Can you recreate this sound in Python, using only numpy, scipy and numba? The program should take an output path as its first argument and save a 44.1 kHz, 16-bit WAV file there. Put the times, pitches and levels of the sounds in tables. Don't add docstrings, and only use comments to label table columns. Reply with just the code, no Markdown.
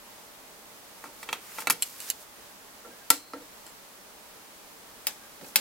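import sys
import numpy as np
from scipy import signal
from scipy.fft import rfft, irfft, next_fast_len
from scipy.io import wavfile
from scipy.ndimage import uniform_filter1d
from numba import njit

SR = 44100
rng = np.random.default_rng(int(sys.argv[2]) if len(sys.argv) > 2 else 0)


def file_out(sig):
    cols = np.atleast_2d(sig).T
    lim = np.clip(cols, -1, 1)
    pcm = np.round(lim * 32767).astype(np.int16)
    wavfile.write(sys.argv[1], SR, pcm)


N = 247091
TIME = np.arange(N) / SR
RING_TIME = TIME[:SR // 4]

REGISTER_EDGES_HZ = [150, 600, 1800, 4500, 9000, 15000]
# t/s, level/dB, tilt/(dB/oct), clack/dB, L-R/dB
DOOR_BLOWS = [(2.848, -62.5, -5.5, -11, -1.3), (3.1028, -19, 6, 1, 1.1), (3.3345, -45, -2.5, -1, -2.1)]


def holder_knocks():
    # t/s, level/dB, tilt/(dB/oct), clack/dB, L-R/dB
    knocks = [(1.04, -45, -2.5, -8, -1.6), (1.056, -62, -8.5, 6, -4), (1.229, -45, 0.1, 3.5, -2),
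              (1.289, -43.5, -3.5, 9.5, -0.5), (1.328, -33, -0.5, 5.5, -2), (1.584, -38.5, -2, -3.5, -1),
              (1.603, -51, 8, 7, 3), (1.621, -46, -1, 0, 1), (1.671, -28, -0.6, 3, -1.5),
              (1.6995, -21, 2.1, -17, -2.5), (1.7045, -33, 7.5, 9.5, 1), (1.7215, -44, 8.5, 2, 0)]
    # f/Hz, energy/dB, t60/s
    modes = [(288, -14.5, 0.1), (485, -13.5, 0.08), (897, -1, 0.034), (1057, -5.5, 0.039),
             (1256, -6, 0.078), (1375, -3.5, 0.048), (1990, -2, 0.014), (2310, 1.5, 0.046),
             (2645, 4, 0.035), (3290, 0, 0.041), (3730, -6, 0.017), (5000, -27, 0.027), (6400, -25, 0.022),
             (11300, -11, 0.028), (12900, -1, 0.025)]
    colour_db = (-14, 2, 0, -3, -4)
    return struck(knocks, modes, colour_db, firm_contact_s=0.0017, lag_s=-14e-6,
                  ring_scale=1.1, crack_db=-7.5, dense_db=3.5, wet_db=-3.5)


def shell_rattles():
    # t/s, level/dB, tilt/(dB/oct), clack/dB, L-R/dB
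    rattles = [(1.823, -23.5, -1.1, -8, -1.5), (1.8285, -38.5, 4.5, 5, 0), (2.003, -49.5, 5.2, 3.5, -7),
               (2.101, -29.4, 2.2, -5.3, -6), (2.11, -40.5, -5.5, -1, -8), (3.665, -42, -6, -14.5, -1.6)]
    # f/Hz, energy/dB, t60/s
    modes = [(2540, -15, 0.071), (2950, -2, 0.024), (4266, -5.5, 0.031), (4200, -29, 0.043),
             (4600, -16, 0.039), (6970, -38, 0.033), (7530, 4.5, 0.021), (9900, -6, 0.014),
             (10340, -5, 0.015), (11418, -5.5, 0.04)]
    colour_db = (-37, -24, 1, 2.5, -0.2)
    return struck(rattles, modes, colour_db, firm_contact_s=0.0044, lag_s=15e-6,
                  ring_scale=0.95, crack_db=0.5, dense_db=-26, wet_db=-7.5)


def door_blows():
    # f/Hz, energy/dB, t60/s
    modes = [(483, -9.5, 0.079), (912, -8.5, 0.09), (1183, -40, 0.083), (1348, -2.5, 0.077),
             (1830, -26, 0.041), (1960, -17, 0.099), (5210, -1, 0.015), (7200, -5, 0.012),
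             (7560, 1.5, 0.023), (9700, -2, 0.016), (11400, -27, 0.015), (12700, -29, 0.015)]
    colour_db = (-6.5, 7, -1, -3, -5)
    return struck(DOOR_BLOWS, modes, colour_db, firm_contact_s=0.0036, lag_s=-27e-6,
                  ring_scale=1.2, crack_db=5, dense_db=1, wet_db=0)


def set_down():
    # t/s, level/dB, tilt/(dB/oct), clack/dB, L-R/dB
    contacts = [(5.069, -31.5, 4, 2, 1.5), (5.412, -57.5, -5, 3, -6), (5.445, -54, -2, 2, -1),
                (5.558, -24, 4, 4.5, 3)]
    # f/Hz, energy/dB, t60/s
    modes = [(163.5, -12, 0.19), (274, -9, 0.18), (570, -9.5, 0.049), (865, -6, 0.17), (2210, -10.5, 0.03),
             (2570, -1.5, 0.022), (4860, 3.5, 0.033), (6610, -4, 0.018), (8100, -3, 0.016),
             (10200, -19, 0.016), (10800, 8, 0.013), (13100, -10, 0.016), (13900, -5, 0.015)]
    colour_db = (-7.4, -2.5, 0, -0.2, 0)
    return struck(contacts, modes, colour_db, firm_contact_s=0.00084, lag_s=-55e-6,
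                  ring_scale=1.8, crack_db=3, dense_db=3.5, wet_db=-0.5)


def struck(blows, modes, colour_db, firm_contact_s, **voicing):
    clack_hz, clack_width_oct = 3080, 0.82
    firm_db, db_per_doubling = -29.5, 8
    centres_hz = np.sqrt(np.multiply(REGISTER_EDGES_HZ[:-1], REGISTER_EDGES_HZ[1:]))
    octaves = np.log2(centres_hz / clack_hz)
    clack_hump = np.exp(-(octaves / clack_width_oct) ** 2)
    out = np.zeros((2, N))
    for start_s, db, tilt_db_oct, clack_db, pan_db in blows:
        levels_db = db + np.array(colour_db) + tilt_db_oct * octaves + clack_db * clack_hump
        contact_s = firm_contact_s * 2 ** ((firm_db - levels_db.max()) / db_per_doubling)
        add(out, start_s, blow(modes, levels_db, pan_db, contact_s, **voicing))
    return out


def blow(modes, levels_db, pan_db, contact_s, lag_s, ring_scale, crack_db, dense_db, wet_db):
    # base ring t60/s, room t60/s, relative room level/dB
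    decays = [(0.19, 0.26, 0.5), (0.11, 0.2, -15.5), (0.04, 0.21, -10.5), (0.037, 0.27, -12),
              (0.032, 0.2, -15.5)]
    detune, onset_samples = 0.0017, int(0.01 * SR)
    draws = rng.standard_normal((len(modes), 2))
    rung = unit(sum(np.sign(polarity) * undb(db) * unit(tone(hz * (1 + detune * offset), t60_s))
                    for (hz, db, t60_s), (offset, polarity) in zip(modes, draws)))
    crack = undb(crack_db) * burst(t60_s=0.0037)
    force = chatter(contact_s)
    out = 0
    registers = zip(REGISTER_EDGES_HZ, REGISTER_EDGES_HZ[1:], levels_db, decays)
    for lo_hz, hi_hz, db, (ring_t60_s, room_t60_s, room_db) in registers:
        crowding = min(hi_hz / 9000, 1) ** 0.5
        noise = crowding * (crack + undb(dense_db) * burst(ring_scale * ring_t60_s))
        body = unit(through(band(noise + rung, lo_hz, hi_hz), force))
        click = np.linalg.norm(noise) * (RING_TIME == 0)
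        mode_share = 0.4 if hi_hz < 5000 else 0.2
        spread = unit(through(band(click + mode_share * rung, lo_hz, hi_hz), force))
        near, far = room(room_t60_s, room_db + wet_db)
        apart = min(hi_hz / 6000, 1) ** 0.51
        heard = ports(body, pan_db, lag_s) + through(body, apart * near)
        heard += through(spread, far + (1 - apart) * far[::-1])
        out += heard * undb(db) / np.sqrt(np.mean(heard[:, :onset_samples] ** 2))
    return out


def chatter(contact_s, slips_per_s=1800):
    sizes = rng.standard_normal(len(RING_TIME))
    slipping = rng.random(len(RING_TIME)) < slips_per_s / SR
    force = sizes * slipping * np.exp(-RING_TIME / contact_s)
    force[0] = 3.06
    return force


def after_ring(swell_s=0.0045, latch_db=5, let_go_db=2, low_thump_db=-45):
    # f/Hz, relative level/dB, t60/s
    cabinet_modes = [(278.5, -37, 0.22), (304, -42, 0.34)]
    # f/Hz, level/dB, t60/s
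    spring_modes = [(4120, -44.5, 0.81), (4340, -54, 1), (4870, -57, 0.65)]
    _, latch_s, let_go_s = (row[0] for row in DOOR_BLOWS)
    swell = 1 - np.exp(-(RING_TIME / swell_s) ** 2)
    cabinet = swell * sum(undb(db) * tone(hz, t60_s) for hz, db, t60_s in cabinet_modes)
    spring = sum(undb(db) * tone(hz, t60_s, TIME[:SR]) for hz, db, t60_s in spring_modes)
    low_thump = undb(low_thump_db) * tone(hz=56, t60_s=0.075)
    out = np.zeros((2, N))
    add(out, latch_s, spring)
    add(out, latch_s, undb(latch_db) * cabinet + low_thump)
    add(out, let_go_s, undb(let_go_db) * cabinet)
    return out


def sliding(hiss_db=1, rasp_db=-2.5, pan_db=-1):
    # t/s, length/s, relative peak hiss/dB, relative peak rasp/dB
    strokes = [(.95, 0.12, -53, -55), (1.12, 0.12, -52.5, -57), (1.27, 0.075, -51.5, -42),
               (1.41, 0.2, -44, -45), (1.6, 0.02, -51, -54), (1.78, 0.09, -44, -52),
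               (1.89, 0.2, -41.5, -46.5), (2.15, .07, -50.5, -74), (5.41, 0.075, -49.5, -70)]
    hiss_env, rasp_env = sum(undb(peaks_db)[:, None] * stroke(start_s, length_s)
                             for start_s, length_s, *peaks_db in strokes)
    hiss = undb(hiss_db) * hiss_env * friction(lo_hz=3500, hi_hz=15500)
    rasp = undb(rasp_db) * rasp_env * friction(lo_hz=930, hi_hz=2800)
    return (hiss + rasp) * undb([[pan_db / 2], [-pan_db / 2]])


def stroke(start_s, length_s, grip_s=0.0067, swell_db=12, stop_t60_s=0.17):
    remaining_s = start_s + length_s - TIME
    grip = np.clip((TIME - start_s) / grip_s, 0, 1)
    swell = undb(-swell_db * np.clip(remaining_s / length_s, 0, 1))
    return grip * swell * fade(stop_t60_s, np.maximum(-remaining_s, 0))


def friction(lo_hz, hi_hz, catch_db=2, slips_per_s=9000):
    sizes = rng.standard_normal(N) * undb(2.2 * rng.exponential(size=N))
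    slips = sizes * (rng.random(N) < slips_per_s / SR)
    catch = undb(catch_db * wander(window_samples=300))
    echoes = level(band(rng.standard_normal((2, N)), lo_hz, hi_hz), db=1.4)
    return level(level(band(slips, lo_hz, hi_hz)) * catch + echoes)


def squeaks(pitch_hz=1605):
    # t/s, length/s, level/dB
    events = [(2.9, 0.052, -54), (3.006, .04, -55), (5.19, 0.089, -58.5)]
    out = np.zeros((2, N))
    for start_s, length_s, db in events:
        arch = np.sin(np.pi * np.clip(RING_TIME / length_s, 0, 1))
        add(out, start_s, undb(db) * arch * np.sin(2 * np.pi * pitch_hz * RING_TIME))
    return out


def room(far_t60_s, far_db, near_t60_s=0.036, near_db=-6, gap_s=0.0007, build_s=0.01):
    build_up = (1 - np.exp(-RING_TIME / build_s)) ** 2
    near = unit(np.array([burst(near_t60_s), burst(near_t60_s)]) * (RING_TIME > gap_s))
    far = unit(np.array([burst(far_t60_s), burst(far_t60_s)]) * build_up)
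    return undb(near_db) * near, undb(far_db) * far


def room_tone(level_db=-48.5, waver_db=0.35, pan_db=-0.9):
    # f/Hz, relative density/dB
    spectrum = [(15, -28), (25, -7.5), (49, -8.5), (69, -12), (160, -10), (204, -4), (331, -6), (368, -7.5),
                (457, -2.5), (523, -7.5), (582, -2), (703, -6.5), (804, -4), (2770, -11), (15500, -15)]
    # f/Hz, correlation
    likeness = [(60, 0.44), (400, 0.45), (900, 0.51), (1500, 0.03), (2800, 0.013)]
    log_hz = np.log(np.maximum(np.arange(N // 2 + 1) * SR / N, 1))
    colour_db, alike = (np.interp(log_hz, np.log(hz), values)
                        for hz, values in (np.transpose(spectrum), np.transpose(likeness)))
    mid, side = (irfft(rfft(rng.standard_normal(N)) * undb(colour_db) * np.sqrt(power), N)
                 for power in (1 + alike, 1 - alike))
    gain_db = waver_db * wander(window_samples=6000) + np.array([[pan_db], [-pan_db]]) / 2
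    return level(np.array([mid + side, mid - side]), level_db) * undb(gain_db)


def ports(x, pan_db, lag_s):
    size = next_fast_len(len(x) + 64)
    delay = np.exp(-2j * np.pi * np.arange(size // 2 + 1) * SR / size * lag_s)
    left = irfft(rfft(x, size) * delay, size)[:len(x)]
    return np.array([left * undb(pan_db / 2), x * undb(-pan_db / 2)])


def burst(t60_s):
    return unit(rng.standard_normal(len(RING_TIME)) * fade(t60_s))


def tone(hz, t60_s, time=RING_TIME):
    return np.sin(2 * np.pi * hz * time) * fade(t60_s, time)


def fade(t60_s, time=RING_TIME):
    return np.exp(-np.log(1000) * time / t60_s)


def wander(window_samples):
    return level(uniform_filter1d(rng.standard_normal(N), size=window_samples))


def band(x, lo_hz, hi_hz):
    return signal.sosfilt(signal.butter(3, [lo_hz, hi_hz], "band", fs=SR, output="sos"), x + 1e-18)


def through(x, response):
    return signal.fftconvolve(x if response.ndim == 1 else x[None], response, axes=-1)[..., :len(x)]


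def undb(db):
    return 10 ** (np.asarray(db) / 20)


def unit(x):
    return x / np.sqrt(np.sum(x ** 2, axis=-1, keepdims=True))


def level(x, db=0):
    return x * undb(db) / np.sqrt(np.mean(x ** 2))


def add(out, start_s, sound):
    start = int(start_s * SR)
    out[:, start:start + sound.shape[-1]] += sound[..., :N - start]


@njit
def follow(x, attack_s, release_s):
    out, envelope = np.empty(len(x)), 0.
    for i in range(len(x)):
        envelope += (x[i] - envelope) / (SR * (attack_s if x[i] > envelope else release_s))
        out[i] = envelope
    return out


def scene():
    blows = holder_knocks() + shell_rattles() + door_blows() + set_down()
    return blows + after_ring() + sliding() + squeaks() + room_tone()


def record(dry, threshold_db=-17, ceiling_db=-1, top_hz=15900):
    envelope = follow(np.abs(dry).max(axis=0), attack_s=0.006, release_s=0.45)
    target_gain = np.minimum(1, undb(threshold_db) / (envelope + 1e-9))
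    cut = follow(1 - target_gain, attack_s=0.06, release_s=0.06)
    clipped = np.clip(dry * (1 - cut), -undb(ceiling_db), undb(ceiling_db))
    return signal.sosfilt(signal.ellip(10, 0.2, 60, top_hz, fs=SR, output="sos"), clipped)


dry = scene()
out = record(dry)
file_out(out)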